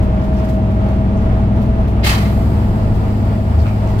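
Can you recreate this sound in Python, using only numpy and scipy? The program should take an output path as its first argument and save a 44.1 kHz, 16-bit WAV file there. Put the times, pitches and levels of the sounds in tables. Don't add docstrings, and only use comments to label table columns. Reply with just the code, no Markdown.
import sys
import numpy as np
from scipy.fft import rfft, irfft, next_fast_len
from scipy.io import wavfile
from scipy.ndimage import map_coordinates

SR = 44100
rng = np.random.default_rng(int(sys.argv[2]) if len(sys.argv) > 2 else 0)


def dump(signal):
    limited = np.clip(np.atleast_2d(signal).T, -1, 1)
    pcm = np.round(limited * 32767).astype(np.int16)
    wavfile.write(sys.argv[1], SR, pcm)


N = 176400


def amp(db):
    return 10 ** (np.asarray(db) / 20)


def unit(x):
    return x / np.sqrt(np.mean(x ** 2) + 1e-20)


def clock():
    return np.arange(N) / SR


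def along(points, hz):
    frequencies, values = np.transpose(points)
    return np.interp(np.log(hz + 1), np.log(frequencies + 1), values)


def curve(rows):
    return np.interp(clock(), *np.transpose(rows))


def wobble(rate_hz):
    return map_coordinates(rng.standard_normal(4000), [clock() * rate_hz + 2], mode="wrap")


def filtered(x, response):
    size = next_fast_len(N + 8192)
    return irfft(rfft(x, size) * response(np.fft.rfftfreq(size, 1 / SR)), size)[..., :N]


def lowpass(x, cutoff_hz, slope):
    return filtered(x, lambda hz: 1 / (1 + (hz / cutoff_hz) ** slope))


def pan(db):
    return amp(np.array([[db], [-db]]) / 2)


def swell(peak_s, rise_s, fall_s):
    t = clock() - peak_s
    return np.exp(-np.where(t < 0, (t / rise_s) ** 2, t / fall_s))


# frequency_hz, correlation
CABIN_CORRELATION = [(60, .98), (120, 0.99), (240, .9), (400, 0.64), (700, 0.55), (1000, -0.021),
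                     (1450, -0.61), (1850, 0.15), (3500, -0.091), (15000, 0.036)]

def stereo_angle(hz):
    return np.arccos(np.clip(along(CABIN_CORRELATION, hz), -1, 1)) / 2


def tone(phase, hz):
    offset = stereo_angle(hz)
    return np.sqrt(2) * np.sin(phase + rng.uniform(0, 2 * np.pi) + np.array([[offset], [-offset]]))


def noise(gain):
    weights = lambda hz: np.array([np.cos(stereo_angle(hz)), np.sin(stereo_angle(hz))])
    mid, side = filtered(rng.standard_normal((2, N)), lambda hz: gain(hz) * weights(hz))
    return unit(np.array([mid + side, mid - side]))


def shaped(spectrum):
    return noise(lambda hz: amp(along(spectrum, hz)))


# time_s, speed_hz
CRANK_SPEED = [(0, 20.11), (0.5, 20.43), (1, 20.58), (1.5, 20.77), (2, 21.04), (2.4, 21.14), (2.8, 20.95),
               (3.3, 20.79), (4, 20.53)]
# time_s, load_fraction
THROTTLE = [(0, 0.98), (.7, 1), (2.55, 0.93), (2.8, 0.44), (3.7, 0.3), (3.9, 0.6)]
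STRONG_HARMONICS = [5, 6, 10, 12, 15, 19, 20, 22]
# loaded_db, coasting_db
STRONG_LEVELS = [(-27.5, -23.5), (-17.5, -31.5), (-19.5, -18.5), (-27, -33.5), (-33.5, -31.5),
                 (-23.5, -35.5), (-28.5, -29), (-33, -33)]
# frequency_hz, level_db
WEAK_LEVELS = [(30, -42), (45, -43), (80, -28.5), (115, -48.5), (160, -36), (230, -38.5), (330, -42),
               (450, -48), (900, -59)]
# time_s, gain_db
DRONE_GAIN = [(0, 4.5), (.3, -14), (.65, 0.5), (4, 0.5)]
DRONE_HARMONIC, WEAK_COAST_DB = 10, -3
WAVER_DB, WAVER_FROM_HZ = 0.99, 91

def engine(crank_phase, mean_crank_hz):
    load = curve(THROTTLE)
    strong = dict(zip(STRONG_HARMONICS, STRONG_LEVELS))
    drone = 0
    for harmonic in range(3, 46):
        hz = harmonic / 2 * mean_crank_hz
        if harmonic in strong:
            loaded_db, coasting_db = strong[harmonic]
            waver_db = WAVER_DB * max(1, hz / WAVER_FROM_HZ) * wobble(6.975)
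            db = coasting_db + load * (loaded_db - coasting_db) + waver_db
        else:
            db = along(WEAK_LEVELS, hz) + WEAK_COAST_DB * (1 - load) + 3 * wobble(5.04)
        if harmonic == DRONE_HARMONIC:
            db = db + curve(DRONE_GAIN)
        drone = drone + amp(db) * tone(harmonic / 2 * crank_phase, hz)
    return drone


# time_s, level_db
MESH_LEVEL = [(0, -29.5), (.5, -28.5), (1.1, -30.5), (1.45, -33.5), (1.7, -30.5), (2.1, -36), (2.55, -37),
              (2.8, -38), (3.4, -40), (4, -38)]
MESHES_PER_TURN, SIDEBAND_DB = 31.25, -41.5
SKIRT_DB, SKIRT_COAST_DB, SKIRT_HALF_WIDTH_HZ = -35, 3, 28

def gear_whine(crank_phase, mean_crank_hz):
    phase, hz = MESHES_PER_TURN * crank_phase, MESHES_PER_TURN * mean_crank_hz
    line = amp(curve(MESH_LEVEL) + 0.77 * wobble(6.47)) * tone(phase, hz)
    skirt = sum(wobble(SKIRT_HALF_WIDTH_HZ * 2) * tone(phase, hz) for _ in range(4)) / 2
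    skirt_db = SKIRT_DB + SKIRT_COAST_DB * (0.5 - curve(THROTTLE))
    sideband = wobble(12) * tone(phase - 3 * crank_phase, hz)
    return pan(db=-3.5) * (line + amp(skirt_db) * skirt + amp(SIDEBAND_DB) * sideband)


# frequency_hz, relative_db
ROAD_SPECTRUM = [(10, -30), (18, -20.5), (26, 1), (42, -8.5), (78, -3), (112, -9.5), (160, -9.5),
                 (185, -11), (225, -8.5), (280, -21), (500, -21), (700, -21), (830, -20.5), (1050, -27),
                 (1400, -28.5), (1600, -34.5), (2000, -36.5), (2800, -40.5), (4000, -48), (5000, -52),
                 (6000, -56.5), (9000, -61.5), (15500, -67.5)]
ROAD_DB, RUMBLE_WAVER_DB, CLATTER_DEPTH = -20.5, 1.7, 0.052

def road_rumble(crank_phase):
    rush = shaped(ROAD_SPECTRUM)
    low = lowpass(rush, cutoff_hz=450, slope=4)
    clatter = 1 + CLATTER_DEPTH * np.sin(2 * crank_phase + wobble(8.22))
    rumble = low * amp(RUMBLE_WAVER_DB * wobble(1.7))
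    hiss = (rush - low) * clatter * amp(0.9 * wobble(12))
    return amp(ROAD_DB) * (rumble + hiss)


# peak_s, level_db
RUSTLE_STROKES = [(.03, -49), (.24, -49), (.34, -50), (.39, -50.5), (.445, -46.5), (.492, -43.5),
                  (.535, -51.5), (0.714, -54), (.888, -51), (1.22, -53), (1.565, -52), (1.62, -47),
                  (1.68, -63), (1.8, -53), (1.88, -47.5), (2.95, -48), (3.62, -50), (3.68, -48.5),
                  (3.905, -48), (3.99, -40)]
# frequency_hz, relative_db
RUSTLE_SPECTRUM = [(1500, -17), (3500, 6.5), (7000, -2.5), (9500, -5.5), (12500, -2.5), (15500, -7)]
GRAIN_DB = 2

def rustles():
    power = sum((amp(db) * swell(peak_s, rise_s=0.0065, fall_s=0.042)) ** 2
                for peak_s, db in RUSTLE_STROKES)
    grain = amp(GRAIN_DB * wobble(600))
    return np.sqrt(power) * unit(grain * shaped(RUSTLE_SPECTRUM))


# peak_s, level_db, centre_hz
FITTING_RATTLES = [(.215, -53, 5160), (.367, -49.5, 5160), (.41, -44, 2670), (0.479, -42.5, 1970),
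                   (1.17, -53, 6000), (3.592, -45.5, 4550), (3.657, -32, 1230), (3.66, -40, 2290),
                   (3.875, -51, 5700)]
RATTLE_HALF_WIDTH_OCTAVES = 0.29

def rattles():
    def band(centre_hz):
        return noise(lambda hz: 1 / (1 + (np.log2((hz + 1) / centre_hz) / RATTLE_HALF_WIDTH_OCTAVES) ** 2))
    chatter = amp(3.3 * wobble(250))
    return chatter * sum(amp(db) * swell(peak_s, rise_s=0.0017, fall_s=0.038) * band(hz)
                         for peak_s, db, hz in FITTING_RATTLES)


# frequency_hz, relative_db
JET_SPECTRUM = [(200, -33), (600, -11), (1200, -3.5), (1550, -7.5), (2000, -4.5), (3000, -9.5),
                (4500, -10.5), (6000, -15.5), (9000, -20), (12000, -20.5), (15500, -27)]
PIPE_MODES = [1243, 1880, 2117, 2578, 3120, 4076, 4666]
# bandwidth_hz, gain_db
PIPE_PEAKS = [(24, 4.5), (60, 4), (24, 10), (36, 8), (78, 7.1), (45, 8), (36, 8.5)]
BLAST_START_S, BLAST_DB, ATTACK_S, HOLD_S = 2.026, -17.5, 0.023, 0.046

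def air_brake():
    def pipe(hz):
        return 1 + sum((amp(db) - 1) / (1 + (2 * (hz - centre) / width) ** 2)
                       for centre, (width, db) in zip(PIPE_MODES, PIPE_PEAKS))
    def flow(lag_s, fall_db_per_s):
        t = clock() - BLAST_START_S - lag_s
        opening = np.clip(t / ATTACK_S, 0, 1) ** 1.06
        return opening * amp(-fall_db_per_s * np.maximum(t - ATTACK_S - HOLD_S, 0))
    jet = noise(lambda hz: amp(along(JET_SPECTRUM, hz)) * pipe(hz))
    dull = lowpass(jet, cutoff_hz=5460, slope=6)
    low = lowpass(jet, cutoff_hz=1600, slope=8)
    body = low * flow(lag_s=0.017, fall_db_per_s=81)
    middle = (dull - low) * flow(lag_s=0, fall_db_per_s=105)
    treble = (jet - dull) * flow(lag_s=0.01, fall_db_per_s=146)
    return amp(BLAST_DB + 1.3 * wobble(120)) * (body + middle + treble)


# frequency_hz, relative_db
FIZZ_SPECTRUM = [(3000, -18), (7300, -7), (9200, -8), (13000, -2), (15500, -10)]
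# frequency_hz, relative_db
LEAK_SPECTRUM = [(1500, -28), (3000, -4.5), (4800, 5.5), (5400, -0.5), (6000, -7.5), (7800, -0.5),
                 (9200, -8), (12500, -3.5), (15500, -11)]
FIZZ_DB, FIZZ_FALL_DB_PER_S = -37.5, 34.5
LEAK_DB, LEAK_EXTRA_DB, LEAK_SETTLE_S = -51, 14, 0.12

def valve_leak():
    t = np.maximum(clock() - BLAST_START_S, 0)
    hiss_db = LEAK_DB + LEAK_EXTRA_DB * np.exp(-t / LEAK_SETTLE_S) + 0.6 * wobble(5.4)
    fizz = amp(FIZZ_DB - FIZZ_FALL_DB_PER_S * t) * shaped(FIZZ_SPECTRUM)
    hiss = pan(db=0.5) * amp(hiss_db) * shaped(LEAK_SPECTRUM)
    opening = np.clip(t / ATTACK_S, 0, 1) ** 2
    return opening * (hiss + fizz)


BOOM_HZ, BOOM_DB = 75.7, -9

def body_boom():
    phase = 2 * np.pi * BOOM_HZ * clock() + 0.1 * wobble(20)
    return amp(BOOM_DB) * swell(peak_s=3.625, rise_s=0.12, fall_s=0.012) * tone(phase, BOOM_HZ)


CREAK_HZ, CREAK_HALF_WIDTH_HZ, CREAK_DB = 2400, 190, -43.5

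def panel_creak():
    ring = noise(lambda hz: 1 / (1 + ((hz - CREAK_HZ) / CREAK_HALF_WIDTH_HZ) ** 2))
    return amp(CREAK_DB) * swell(peak_s=3.72, rise_s=0.073, fall_s=0.041) * ring


def scene():
    crank_hz = curve(CRANK_SPEED) * (1 + 0.00061 * wobble(10))
    phase, mean_hz = 2 * np.pi * np.cumsum(crank_hz) / SR, crank_hz.mean()
    driving = engine(phase, mean_hz) + gear_whine(phase, mean_hz) + road_rumble(phase)
    return driving + rustles() + rattles() + air_brake() + valve_leak() + body_boom() + panel_creak()


# frequency_hz, left_minus_right_db
MIC_BALANCE = [(60, 0.8), (250, 1.4), (500, 0), (1000, 1.9), (2400, -2.5), (6000, 0.5), (15000, -2.5)]
PEAK_LIMIT, TOP_HZ = 0.95, 15780

def record(dry):
    balanced = filtered(dry, lambda hz: amp(np.array([[0.5], [-0.5]]) * along(MIC_BALANCE, hz)))
    rounded = balanced / (1 + np.abs(balanced / PEAK_LIMIT) ** 8) ** (1 / 8)
    return filtered(rounded, lambda hz: hz < TOP_HZ)


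dry = scene()
out = record(dry)
dump(out)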